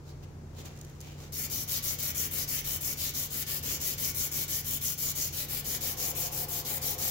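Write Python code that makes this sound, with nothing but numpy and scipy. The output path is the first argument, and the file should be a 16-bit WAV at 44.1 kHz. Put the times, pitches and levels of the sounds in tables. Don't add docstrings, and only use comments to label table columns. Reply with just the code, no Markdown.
import sys
import numpy as np
from scipy import signal
from scipy.fft import rfft, irfft, next_fast_len
from scipy.io import wavfile
from scipy.ndimage import uniform_filter1d

SR = 44100
rng = np.random.default_rng(int(sys.argv[2]) if len(sys.argv) > 2 else 0)


def unload_audio(sound):
    columns = np.transpose(np.atleast_2d(sound))
    steps = np.round(np.clip(columns, -1, 1) * 32767)
    wavfile.write(sys.argv[1], SR, steps.astype(np.int16))


N = 313110
PADDED = next_fast_len(N + SR // 4, True)
TIME, FREQS = np.arange(N) / SR, np.fft.rfftfreq(PADDED, d=1 / SR)


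# f/Hz, left level/dB, right level/dB
SCRAPE_EQ = [(200, -13, -14), (450, -11, -16), (900, -22, -23), (1600, -20, -22), (3000, -13, -14),
             (4000, -12, -13), (6400, -6, -5), (7400, -5, -8), (8400, -13, -22), (10500, -8, -13),
             (11800, -3.7, -7), (13400, -4, -7.5), (14800, -2, -14.5), (15600, 0, -15)]
def sanding(fine_db=3.0, coarse_db=-3.0, crossover_hz=7900):
    speed, place, pressure, bite, ringing = hand()
    fine = grit(14000 * (speed + .3), spread_db=2.5, grain_s=.0005)
    fine *= (speed + .33) ** .18 * undb(.8 * walk(60.4)) * pressure
    coarse = grit(7000 * (speed + .3), spread_db=2.4, grain_s=.0007)
    coarse *= (speed + .063) ** .024 * undb(.57 * walk(42.8)) * pressure * bite
    coarse = stereo(coarse, alike_hz=716, lag_s=.00016)
    left_eq = colour([(hz, left) for hz, left, _ in SCRAPE_EQ])
    right_eq = colour([(hz, right) for hz, _, right in SCRAPE_EQ])
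    eq = np.array([left_eq, right_eq])
    treble = 1 / (1 + (crossover_hz / (FREQS + 1)) ** 16)
    hiss = undb(fine_db) * shape(fine, unit(eq * np.sqrt(treble)))
    scratch = undb(coarse_db) * shape(paper_flex(coarse), unit(eq * np.sqrt(1 - treble)))
    return close_reflections(hiss + scratch + paper_catches(), place) + panel(coarse * ringing)


# t/s, lag/s
BEAT_LAG = [(1.32, -0.0029), (1.65, 0.019), (1.82, 0.0015), (2.15, -0.0091), (3.31, -0.014), (3.65, -.022),
            (3.98, -0.0035), (4.31, 0.00072), (4.97, -0.00049), (5.3, 0.016), (5.64, 0.0029),
            (5.97, -0.0021), (6.14, 0.011), (7.1, .012)]
# t/s, level/dB
ARM_EFFORT = [(1.32, -37.5), (1.7, -33.8), (2.6, -33.6), (3.2, -35.5), (3.75, -35), (4.2, -33), (4.6, -34),
              (5.15, -33), (5.38, -36.5), (5.55, -35), (6.05, -34), (6.55, -35), (7, -33)]
# t/s, level/dB
GRIT_BITE = [(1.32, -4.5), (2.6, -3.5), (3.05, -4.2), (3.45, -2.4), (4.35, -5), (5.1, -5.2), (5.6, -2.6),
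             (6.1, -4.8), (7.1, -4.5)]
# t/s, level/dB
PANEL_SEND = [(4.9, -2), (5.9, -11), (7.1, -8)]
def hand(first_s=1.324, stroke_s=.166, break_s=.00073, halt_s=.016):
    push = (.17, .79, 0, .012)
    pull = (-2, -.3, -3, .015)
    beats = np.arange(first_s, TIME[-1] + 2 * stroke_s, stroke_s)
    starts = beats + curve(BEAT_LAG, beats)
    stroke = np.maximum(np.searchsorted(starts, TIME) - 1, 0)
    lean_db, bite_db, ring_db, rest_s = np.array([push, pull])[stroke % 2].T
    since, until = TIME - starts[stroke], starts[stroke + 1] - rest_s - TIME
    swing = np.pi * np.clip(since / (since + until), 0, 1)
    speed, place = np.sin(swing), np.cos(swing) * (-1) ** stroke
    sliding = (1 - np.exp(-since.clip(0) / break_s)) * (1 - np.exp(-(until.clip(0) / halt_s) ** 2))
    pressure = sliding * undb(curve(ARM_EFFORT, TIME) - lean_db / 2 * np.cos(swing))
    bite = undb(curve(GRIT_BITE, TIME) + bite_db)
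    ringing = undb(curve(PANEL_SEND, TIME) + ring_db)
    return speed, place, pressure, bite, ringing


def grit(rate, spread_db, grain_s):
    hits = rng.random(N) < rate / SR
    strength = undb(spread_db * np.minimum(rng.exponential(size=N), 6))
    energy = signal.lfilter([1], [1, -np.exp(-1 / (grain_s * SR))], hits * strength ** 2)
    return unit(noise() * np.sqrt(energy))


def paper_flex(x, depth=.37, rate=7):
    return x + sum(depth * walk(rate) * band(x, hz, hz / 7) for hz in np.geomspace(1800, 7000, 8))


# t/s, level/dB
RASPS = [(1.756, -41), (1.896, -36), (2.197, -37.5), (2.555, -45), (2.85, -42), (4.052, -38), (4.207, -35),
         (4.537, -36.5), (4.867, -34), (5.223, -36.5)]
def paper_catches(hz=6360, width_hz=2200, fade_s=.015):
    chatter = grit(1600, spread_db=3.0, grain_s=.00072)
    envelope = sum(undb(db) * swell(s, fade_s, fade_s) for s, db in RASPS)
    return envelope * rasp(chatter, hz, width_hz)


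# f/Hz, width/Hz, level/dB
PANEL_MODES = [(232, 25, 7), (1137, 16, -4), (1250, 30, -4), (1462, 45, -5), (1783, 22, 0), (1995, 60, -5),
               (2188, 24, 1), (2318, 18, -3), (3033, 26, 2)]
def panel(drive, patchy_db=3):
    return sum(band(drive, hz, width) * undb(db + patchy_db * walk(4.6)) for hz, width, db in PANEL_MODES)


def close_reflections(pair, place, gain=.25, sweep_s=.0003):
    out, index = pair.copy(), np.arange(N)
    for channel, delay_s in [(0, .0016), (0, .0037), (1, .0011), (1, .0046)]:
        out[channel] += gain * np.interp(index - (delay_s + sweep_s * place) * SR, index, pair[channel])
    return out


# peak t/s, rise/s, fall/s, rub level/dB, scuff f/Hz, scuff level/dB
TOUCHES = [(.1, 0.032, 0.02, -56, 4730, -62), (.236, 0.0084, 0.011, -55, 2700, -63),
           (.607, 0.032, 0.014, -49, 3430, -59), (.662, 0.0094, 0.013, -45.5, 2480, -59),
           (.77, 0.13, 0.19, -58.5, 1700, -70), (1.055, 0.029, 0.068, -53, 2700, -58.5),
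           (1.224, 0.026, 0.04, -49.5, 6000, -63)]
# f/Hz, level/dB
RUB_EQ = [(500, 1.5), (1500, -9.5), (3200, -8), (5000, -7), (7200, -5), (8500, -15.5), (12000, -14.5),
          (16000, -10.5)]
def glove_brushes(relative_width=.46):
    rub = shape(grit(2500, spread_db=2, grain_s=.0008), unit(colour(RUB_EQ)))
    scuff = grit(2300, spread_db=2, grain_s=.00085)
    out = 0
    for s, rise, fall, rub_db, hz, scuff_db in TOUCHES:
        touch = undb(rub_db) * rub + undb(scuff_db) * rasp(scuff, hz, relative_width * hz)
        out += swell(s, rise, fall) * touch
    return out


# t/s, level/dB before the trim
SNAPS = [(0.657, -34), (0.7636, -45), (0.7744, -43), (0.789, -43), (0.8127, -34), (0.848, -38),
         (0.8978, -45), (1.005, -34), (1.0127, -34)]
# f/Hz, level/dB
SNAP_EQ = [(500, -16), (2500, -12), (5000, -5), (6800, 4.5), (8500, -8), (13000, -4), (16000, -9)]
def paper_crackles(trim_db=-6, decay_s=.0028):
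    envelope = 0
    for s, db in SNAPS:
        decay = np.exp(-np.minimum(np.abs(TIME - s) / decay_s, 20))
        envelope += undb(db + trim_db) * (TIME >= s) * decay
    return shape(noise() * envelope, unit(colour(SNAP_EQ)))


def room_reverb(x, t60_s=.6):
    t = TIME[:SR // 2]
    tail = rng.standard_normal((2, len(t))) * np.exp(-np.log(1000) * t / t60_s)
    tail /= np.sqrt(np.sum(tail ** 2, axis=1, keepdims=True))
    walls = colour([(300, 4), (2000, 10.5), (6000, 2.5), (10000, -5.5), (16000, -4)])
    return shape(signal.fftconvolve(x, tail, axes=1)[:, :N], walls)


# f/Hz, level/dB, waver/dB
HUM_TONES = [(41.5, -58.5, 2.5), (83.2, -52, 1.8), (114.4, -59.5, 2.5), (146.3, -50, -0.27),
             (173.9, -62, 1.5), (226.6, -64, 3)]
def machine_hum(drift_rad_per_db=.63):
    hum = 0
    for hz, db, waver_db in HUM_TONES:
        amplitude = np.sqrt(2) * undb(db + waver_db * walk(4.2))
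        drift = drift_rad_per_db * waver_db * walk(2.3)
        hum += amplitude * np.sin(2 * np.pi * hz * TIME + drift)
    return pan(hum, left_db=-.7)


# f/Hz, level/dB
AIR_EQ = [(15, -47), (25, -34), (59, -3.5), (130, -1.5), (170, -14.5), (200, -11), (335, -9.5),
          (516, -13.5), (624, -19.5), (734, -18), (1040, -22.5), (3250, -36), (6740, -33.5), (8590, -43),
          (16000, -44)]
def shop_air(level_db=-49.5, waver_db=1.16):
    air = unit(shape(stereo(noise(), alike_hz=680, lag_s=.00012), colour(AIR_EQ)))
    return pan(air * undb(level_db + waver_db * walk(3.1)), left_db=1.46)


# t/s, level/dB
DRONE_FADE = [(5.1, -100), (5.5, -59), (5.72, -55.5), (5.9, -49.5), (6.2, -47.5), (7.1, -48.5)]
# f/Hz, width/Hz, level/dB
DRONE_MODES = [(430, 29, -8), (511, 47, 0), (710, 22, 2), (765, 18, -6), (823, 15, 0), (1010, 130, -16.5)]
def drone():
    hollow = sum(undb(db) * 1j * FREQS * width / (hz ** 2 - FREQS ** 2 + 1j * FREQS * width)
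                 for hz, width, db in DRONE_MODES)
    rush = unit(shape(stereo(noise(), alike_hz=910, lag_s=.00013), hollow))
    return rush * undb(curve(DRONE_FADE, TIME))


def undb(db):
    return 10 ** (np.asarray(db) / 20)


def unit(x):
    return x / np.sqrt(np.mean(x ** 2))


def noise():
    return rng.standard_normal((2, N))


def shape(x, gain):
    return irfft(rfft(x, PADDED) * gain, PADDED)[..., :N]


def colour(points):
    hz, db = np.transpose(points)
    return undb(np.interp(np.log(FREQS + 1), np.log(hz), db))


def band(x, hz, width):
    return signal.lfilter(*signal.iirpeak(hz, hz / width, fs=SR), x)


def rasp(x, hz, width):
    return unit(band(band(x, hz, width), hz, width))


def curve(points, t):
    return np.interp(t, *np.transpose(points))


def swell(s, rise, fall):
    return np.exp(-.5 * np.minimum(((TIME - s) / np.where(TIME < s, rise, fall)) ** 2, 40))


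def walk(rate):
    hold = max(int(SR / rate / 2), 1)
    steps = np.repeat(rng.standard_normal(N)[:N // hold + 1], hold)[:N]
    return unit(uniform_filter1d(steps, hold))


def stereo(pair, alike_hz, lag_s):
    apart = np.pi / 4 * FREQS / np.hypot(FREQS, alike_hz)
    mid, side = shape(pair[0], np.cos(apart)), shape(pair[1], np.sin(apart))
    return np.array([mid + side, shape(mid - side, np.exp(-2j * np.pi * FREQS * lag_s))])


def pan(x, left_db):
    return x * undb([[left_db], [-left_db]])


def scene(reverb_db=-10):
    work = sanding() + glove_brushes() + paper_crackles()
    return work + undb(reverb_db) * room_reverb(work) + machine_hum() + shop_air() + drone()


def record(dry):
    cutoff_hz = 15750
    return signal.sosfilt(signal.ellip(12, .1, 80, cutoff_hz, fs=SR, output="sos"), dry)


dry = scene()
out = record(dry)
unload_audio(out)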